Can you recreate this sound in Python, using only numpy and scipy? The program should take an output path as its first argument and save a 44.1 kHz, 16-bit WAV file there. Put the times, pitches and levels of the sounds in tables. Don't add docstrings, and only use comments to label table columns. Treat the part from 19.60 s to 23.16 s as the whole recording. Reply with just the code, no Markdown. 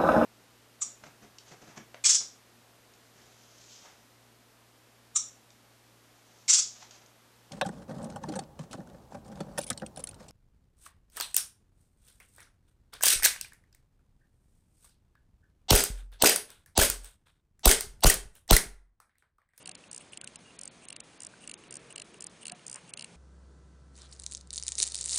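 import sys
import numpy as np
from scipy import signal
from scipy.fft import rfft, irfft, next_fast_len
from scipy.io import wavfile

SR = 44100
rng = np.random.default_rng(int(sys.argv[2]) if len(sys.argv) > 2 else 0)


def to_wav(sig):
    pcm = np.clip(np.atleast_2d(sig), -1, 1) * 32767
    pcm = np.round(pcm).astype(np.int16)
    wavfile.write(sys.argv[1], SR, pcm.T)


def magnitude_from_level(level_db):
    exponent = np.asarray(level_db, float) / 20
    return 10 ** exponent


N = 156996
SLIDE_S, LEAD_S = 0.003, 0.0004
REBOUND_DB = -14


def unit(x):
    return x / np.sqrt(np.mean(x ** 2) + 1e-20)


def along(points, hz):
    f, db = np.transpose(points)
    return np.interp(np.log(hz + 1), np.log(f + 1), db, left=-120, right=-120)


def curves(rows):
    s, *columns = np.transpose(rows)
    return [np.interp(np.arange(N) / SR, s, column) for column in columns]


def noise(gain):
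    m = next_fast_len(N)
    spectrum = rfft(rng.standard_normal(m)) * gain(np.fft.rfftfreq(m, 1 / SR))
    return unit(irfft(spectrum, m)[:N])


def coloured(points):
    return noise(lambda f: magnitude_from_level(along(points, f)))


def narrow(hz, width_hz):
    return noise(lambda f: 1 / (1 + (2 * (f - hz) / width_hz) ** 2))


def add(out, s, sound):
    out[round(s * SR):][:len(sound)] += sound


# (frequency [Hz], level [dB])
RUMBLE = [(26, -47), (50, -8.5), (78, -13), (100, -6), (154, -3.5), (273, -6), (595, -7), (660, -8.5),
          (1500, -13.5), (1950, -19), (3300, -120)]
# (frequency [Hz], width [Hz], level [dB])
DRONE = [(54.6, 9, -88), (131.7, 11, -73), (171, 16, -70), (225, 10, -73)]
# (time [s], level [dB])
SWELL = [
    (0, -2.5),
    (1.5, -3.5),
    (2.9, 1.5),
    (3.56, 6),
]


def room_hum():
    swell = magnitude_from_level(curves(SWELL)[0] + 0.3 * noise(lambda f: f < 8))
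    rumble = magnitude_from_level(-60.5) * coloured(RUMBLE)
    hum = sum(magnitude_from_level(db) * narrow(hz, width) * swell for hz, width, db in DRONE)
    whine_hz = 6414
    whine = magnitude_from_level(-74.5) * np.sqrt(2) * np.sin(2 * np.pi * whine_hz * np.arange(N) / SR)
    return rumble + hum + whine


# (time [s], level [dB], pitch [Hz])
PASSING = [
    (1.75, -68, 261.5),
    (1.95, -62, 340.4),
    (2.2, -59.5, 422),
    (2.45, -62.5, 405),
    (2.75, -66.5, 331.4),
    (3.0, -101, 292),
]


def far_vehicle():
    db, hz = curves(PASSING)
    width_hz = 234
    turn = 2 * np.pi * np.cumsum(hz) / SR
    return magnitude_from_level(db) * (narrow(0, width_hz) * np.cos(turn) + narrow(0, width_hz) * np.sin(turn))


# (frequency [Hz], level [dB])
HISS = [(880, -27), (1500, -8), (2320, -2.5), (2420, -1), (2720, -4), (3510, -4.5), (3830, -5.5),
        (6210, -9), (10000, -7.5), (13000, -57), (22000, -120)]


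def room_hiss():
    return magnitude_from_level(-61) * coloured(HISS)


def rubbing(strokes, colour):
    t = np.arange(N) / SR
    press = np.zeros(N)
    for s, length, db in strokes:
        arch = np.sin(np.pi * np.clip((t - s) / length, 0, 1))
        press += magnitude_from_level(db) * np.sqrt(np.clip(arch, 0, 1))
    grain = magnitude_from_level(2 * noise(lambda f: f < 300))
    return press * unit(grain * coloured(colour))


# (start [s], length [s], level [dB])
BURSTS = [
    (0, 0.027, -59.5),
    (0.394, 0.04, -55),
    (0.519, 0.031, -51.5),
    (1.215, 0.045, -58.5),
    (1.803, 0.057, -56),
    (2.299, 0.025, -52.5),
    (2.805, .04, -54),
    (3.162, 0.037, -60),
    (3.273, 0.043, -55),
    (0.685, 0.011, -64.5),
]
# (frequency [Hz], level [dB])
BURST_COLOUR = [(1800, -28), (2800, 0), (3600, -21.5), (6500, -18), (8800, -2.5), (10000, -10)]


def grainy_bursts():
    return rubbing(BURSTS, BURST_COLOUR)


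def ring(modes, t):
    hz, db, t60 = np.transpose(modes)[..., None]
    louder, sharper, shifted = rng.standard_normal((3, len(modes), 1))
    sign = np.where(hz > 8000, 1, (-1.) ** np.arange(len(modes))[:, None])
    fade = magnitude_from_level(db + 1.5 * louder - 60 * t / t60)
    waves = sign * fade * np.sin(2 * np.pi * hz * (1 + 0.008 * sharper) * t + 0.35 * shifted)
    attack_s = 0.0002
    return waves.sum(axis=0) * (1 - np.exp(-(t / attack_s) ** 2))


# (frequency [Hz], level [dB], 60 dB fade [s])
CASE = [(2730, 0, .0095), (2930, -3, .008), (2300, -9.5, .008), (3230, -10, .007)]


def click(parts, case_db, rebound_db):
    t = np.arange(SR // 40) / SR - SLIDE_S
    rebound_s = 0.0021 * (1 + 0.05 * rng.standard_normal())
    now, later = np.maximum(t, 0), np.maximum(t - rebound_s, 0)
    scrape = magnitude_from_level(-20) * np.exp(t / 0.001)
    rattle_fade = magnitude_from_level(-18.5 - 60 * now / 0.01)
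    shake = np.where(t < 0, scrape, rattle_fade)
    out = magnitude_from_level(case_db) * unit(ring(CASE, now))
    for steel, db in parts:
        blow = ring(steel, now)
        rattle = shake * unit(np.convolve(rng.standard_normal(len(t)), blow, "same"))
        rebound = magnitude_from_level(rebound_db) * ring(steel, later)
        out = out + magnitude_from_level(db) * unit(blow + rattle + rebound)
    return out


# (frequency [Hz], level [dB], 60 dB fade [s])
PAWL = [(8470, 0, 0.0036), (8770, 3, 0.0067), (9140, -6, 0.0066), (9200, 0, 0.0065), (10100, -8.5, 0.0076)]
STEM = [(5720, -17.5, 0.0035), (6387, -7.5, 0.0043), (6670, -13.5, 0.0089), (7190, -9, 0.0066),
        (8110, -9.5, 0.0045)]
# (time [s], case level [dB], steel level [dB])
TICKS = [(0.027, -69, -61.5), (0.2391, -60, -81), (0.41, -63, -63), (0.533, -51.5, -59.5),
         (0.907, -65, -73), (1.253, -64, -60), (1.534, -69, -74), (1.84, -62.5, -61.5), (2.038, -61.5, -67),
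         (2.305, -74, -58), (2.326, -67, -54), (2.543, -60, -62), (2.831, -57.5, -58), (2.994, -67, -75),
         (3.295, -73, -59), (3.386, -63, -62)]


def slack_ticks():
    out = np.zeros(N + SR)
    for s, case_db, steel_db in TICKS:
        add(out, s - SLIDE_S, click([(STEM[1:] + PAWL, steel_db)], case_db, REBOUND_DB))
    return out[:N]


# (frequency [Hz], level [dB], 60 dB fade [s])
WHEEL = [(3636, -18, .007), (3940, -9.5, 0.01), (4213, -6, 0.0095), (4560, -7, 0.0096), (5154, -7, 0.0068),
         (5490, -15.5, 0.0045)]
# (time [s], pawl level [dB], then relative to it: stem [dB], wheel [dB], case [dB])
WINDING = [(0.059, -52.3, -4.8, -2.8, -2.6), (0.0757, -47.4, -9.8, -7.8, -7.6),
           (0.0935, -48.4, -4.9, -11.8, -5.9), (0.1151, -57.0, -1.3, 1.6, -4.6),
           (0.1524, -56.4, 1.4, 0.3, -2.1), (0.5744, -48.1, -5.7, -8.5, -4.8),
           (0.614, -49.3, -8.6, -10.0, -5.2), (0.644, -49.2, -9.5, -11.0, -13.1),
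           (0.6753, -49.7, -5.0, -8.6, -2.2), (0.7587, -50.6, -6.1, -10.0, -7.4),
           (1.2862, -49.0, -9.9, -10.9, -10.7), (1.3043, -51.2, -8.5, -5.7, -1.7),
           (1.3279, -50.2, -9.1, -7.6, -3.3), (1.364, -52.4, -4.3, -2.1, -2.2),
           (1.4042, -51.5, 1.6, -5.7, -5.4), (1.8763, -48.3, -4.0, -9.5, -6.1),
           (1.8959, -50.3, -4.7, -7.0, -2.9), (1.9146, -49.2, -3.8, -7.8, -3.4),
           (1.9403, -50.2, -3.1, -5.2, -4.5), (2.36, -48.9, -4.9, -8.6, -1.6),
           (2.3809, -51.3, -5.1, -2.0, 0.3), (2.3997, -52.0, -2.4, -3.0, -3.0),
           (2.4195, -50.2, -2.4, -4.1, -3.4), (2.8555, -48.0, -9.6, -5.9, -1.6),
           (2.8686, -45.9, -7.2, -10.4, -9.5), (2.8821, -46.7, -6.4, -5.7, -8.6),
           (2.8979, -56.2, -0.2, 4.7, 4.0), (2.9204, -46.4, -8.9, -11.0, -14.3),
           (3.3379, -45.1, -7.7, -9.3, -7.6), (3.3744, -51.3, -1.9, -2.6, -1.0),
           (3.3948, -51.1, -5.4, -0.2, -0.3), (3.4103, -57.8, 1.3, 4.7, 1.0),
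           (3.4243, -51.6, -4.9, -3.4, -1.2), (3.4447, -49.5, -7.6, -6.1, -3.5)]


def winding_clicks():
    out = np.zeros(N + SR)
    for s, db, stem_db, wheel_db, case_db in WINDING:
        parts = [(PAWL, db), (STEM, db + stem_db), (WHEEL, db + wheel_db)]
        add(out, s - LEAD_S - SLIDE_S, click(parts, db + case_db + 0.3, REBOUND_DB))
    return out[:N]


# (time [s], frequency [Hz], level [dB], 60 dB fade [s])
KNOCKS = [(.082, 733, -46.5, 0.093), (0.087, 1620, -46, 0.035), (.635, 1505, -37, 0.022),
          (1.737, 1540, -36.5, 0.018), (1.736, 950, -46, 0.02), (2.916, 728, -42.5, 0.11),
          (2.913, 1650, -53, 0.074), (2.927, 206, -40, 0.061), (3.15, 955, -43, 0.029),
          (3.149, 1830, -57, 0.055), (3.163, 1070, -43, 0.031)]


def finger_knocks():
    t = np.arange(SR // 5) / SR
    soft_start = 1 - np.exp(-t / 0.0011)
    out = np.zeros(N + SR)
    for s, hz, db, t60 in KNOCKS:
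        pair = [(hz, db, t60), (hz * 1.05, db - 2.5, t60 / 2)]
        add(out, s, ring(pair, t) * soft_start)
    return out[:N]


# (frequency [Hz], level [dB], 60 dB fade [s])
SPRING = [(4780, -9.5, 0.0073), (5134, -9.5, 0.0071), (5790, -7.5, .006), (6670, -7, 0.0042),
          (7440, -1.5, 0.0065), (8520, 1.5, 0.0075), (8850, -6, 0.0085), (9180, -3, 0.0054),
          (8940, -10, 0.0072)]
# (time [s], peak level [dB], case relative to it [dB])
SKIPS = [(0.3142, -40.1, -18.3), (0.3305, -39.3, -16.0), (0.3468, -39.8, -17.9),
         (0.3632, -39.4, -14.7), (0.3792, -39.4, -24.0), (0.9912, -40.3, -13.8),
         (1.0134, -38.7, -27.3), (1.0349, -39.3, -20.3), (1.0556, -39.4, -22.0),
         (1.0772, -37.9, -17.5), (1.6047, -41.0, -14.3), (1.6205, -41.8, -12.3),
         (1.6341, -39.8, -21.5), (1.6493, -39.4, -19.7), (1.6681, -38.6, -19.3),
         (2.1091, -40.2, -17.2), (2.1258, -40.6, -8.3), (2.1416, -40.7, -15.1), (2.1556, -39.3, -17.0),
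              (2.1691, -38.8, -22.7), (2.6075, -39.2, -19.0), (2.6236, -39.4, -10.5),
              (2.6423, -37.7, -28.3), (2.6682, -37.5, -23.3), (3.0666, -38.1, -27.9),
              (3.0809, -38.8, -27.2), (3.0981, -39.1, -19.1), (3.1147, -39.0, -20.5), (3.129, -38.4, -15.3),
              (3.1435, -37.9, -22.1), (3.159, -38.3, -15.4)]


def return_skips():
    out = np.zeros(N + SR)
    for s, db, case_db in SKIPS:
        sound = click([(SPRING, db - 8)], db + case_db - 9, rebound_db=-11)
        add(out, s - LEAD_S - SLIDE_S, sound)
    return out[:N]


# (time [s], level [dB])
SQUEAK = [
    (.835, -85),
    (.858, -58),
    (.87, -64),
    (.885, -59),
    (.92, -68),
    (.95, -90),
]


def skin_squeak():
    return magnitude_from_level(curves(SQUEAK)[0]) * narrow(hz=2830, width_hz=60)


# (start [s], length [s], level [dB])
RUSTLES = [
    (1.95, 0.53, -63.5),
    (3.143, 0.05, -53),
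    (2.91, 0.033, -58.5),
]
# (frequency [Hz], level [dB])
RUSTLE_COLOUR = [(500, 0), (1000, -2), (2700, -1.5), (4000, -29)]


def strap_rustles():
    return rubbing(RUSTLES, RUSTLE_COLOUR)


def scene():
    watch = winding_clicks() + return_skips() + slack_ticks()
    hand = finger_knocks() + skin_squeak() + grainy_bursts() + strap_rustles()
    surroundings = room_hum() + far_vehicle() + room_hiss()
    return (watch + hand + surroundings)[None]


def round_treble(x):
    block_rate_hz, block, blocks, band = 32000, 128, 9, 4
    frame = block * blocks
    lead = 2 * frame - round(0.032 * block_rate_hz) + block // 2
    v = signal.resample_poly(x, block_rate_hz, SR)
    v = np.pad(v, (lead, 2 * frame - (len(v) + lead) % frame + block))

    n, k = np.arange(2 * block) + 0.5, np.arange(block) + 0.5
    hz = k * block_rate_hz / (2 * block)
    window = signal.windows.kaiser_bessel_derived(2 * block, 4 * np.pi)[:, None]
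    basis = np.sqrt(2 / block) * window * np.cos(np.pi / block * np.outer(n + block / 2, k))
    hops = v.reshape(-1, block)
    c = np.hstack([hops[:-1], hops[1:]]) @ basis

    bands = c.reshape(-1, blocks, block // band, band)
    level = np.sqrt(np.mean(bands ** 2, axis=3)).max(axis=1)
    carried = np.maximum.accumulate(level * (hz[::band] > 3500), axis=1)
    level = np.maximum(magnitude_from_level(-7) * level, carried)
    level = level * magnitude_from_level(1.2 * rng.standard_normal(level.shape))
    step = magnitude_from_level(-5.5) * np.repeat(np.repeat(level, band, axis=1), blocks, axis=0) + 1e-12

    dead_zone = 0.12
    rounded = step * np.sign(c) * np.floor(abs(c) / step + 0.5 - dead_zone)
    c = np.where(hz > 2400, rounded, c) * (hz < 10000)
    halves = c @ basis.T
    v = (halves[1:, :block] + halves[:-1, block:]).ravel()[lead - block:]
    return signal.resample_poly(v, SR, block_rate_hz)[:N]


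def top_cut(x):
    return signal.sosfilt(signal.butter(12, 10850, fs=SR, output="sos"), x)


def record(dry):
    heard = round_treble(dry[0])[None]
    mix = heard + magnitude_from_level(-97.5) * rng.standard_normal(N)
    return top_cut(mix)


dry = scene()
out = record(dry)
to_wav(out)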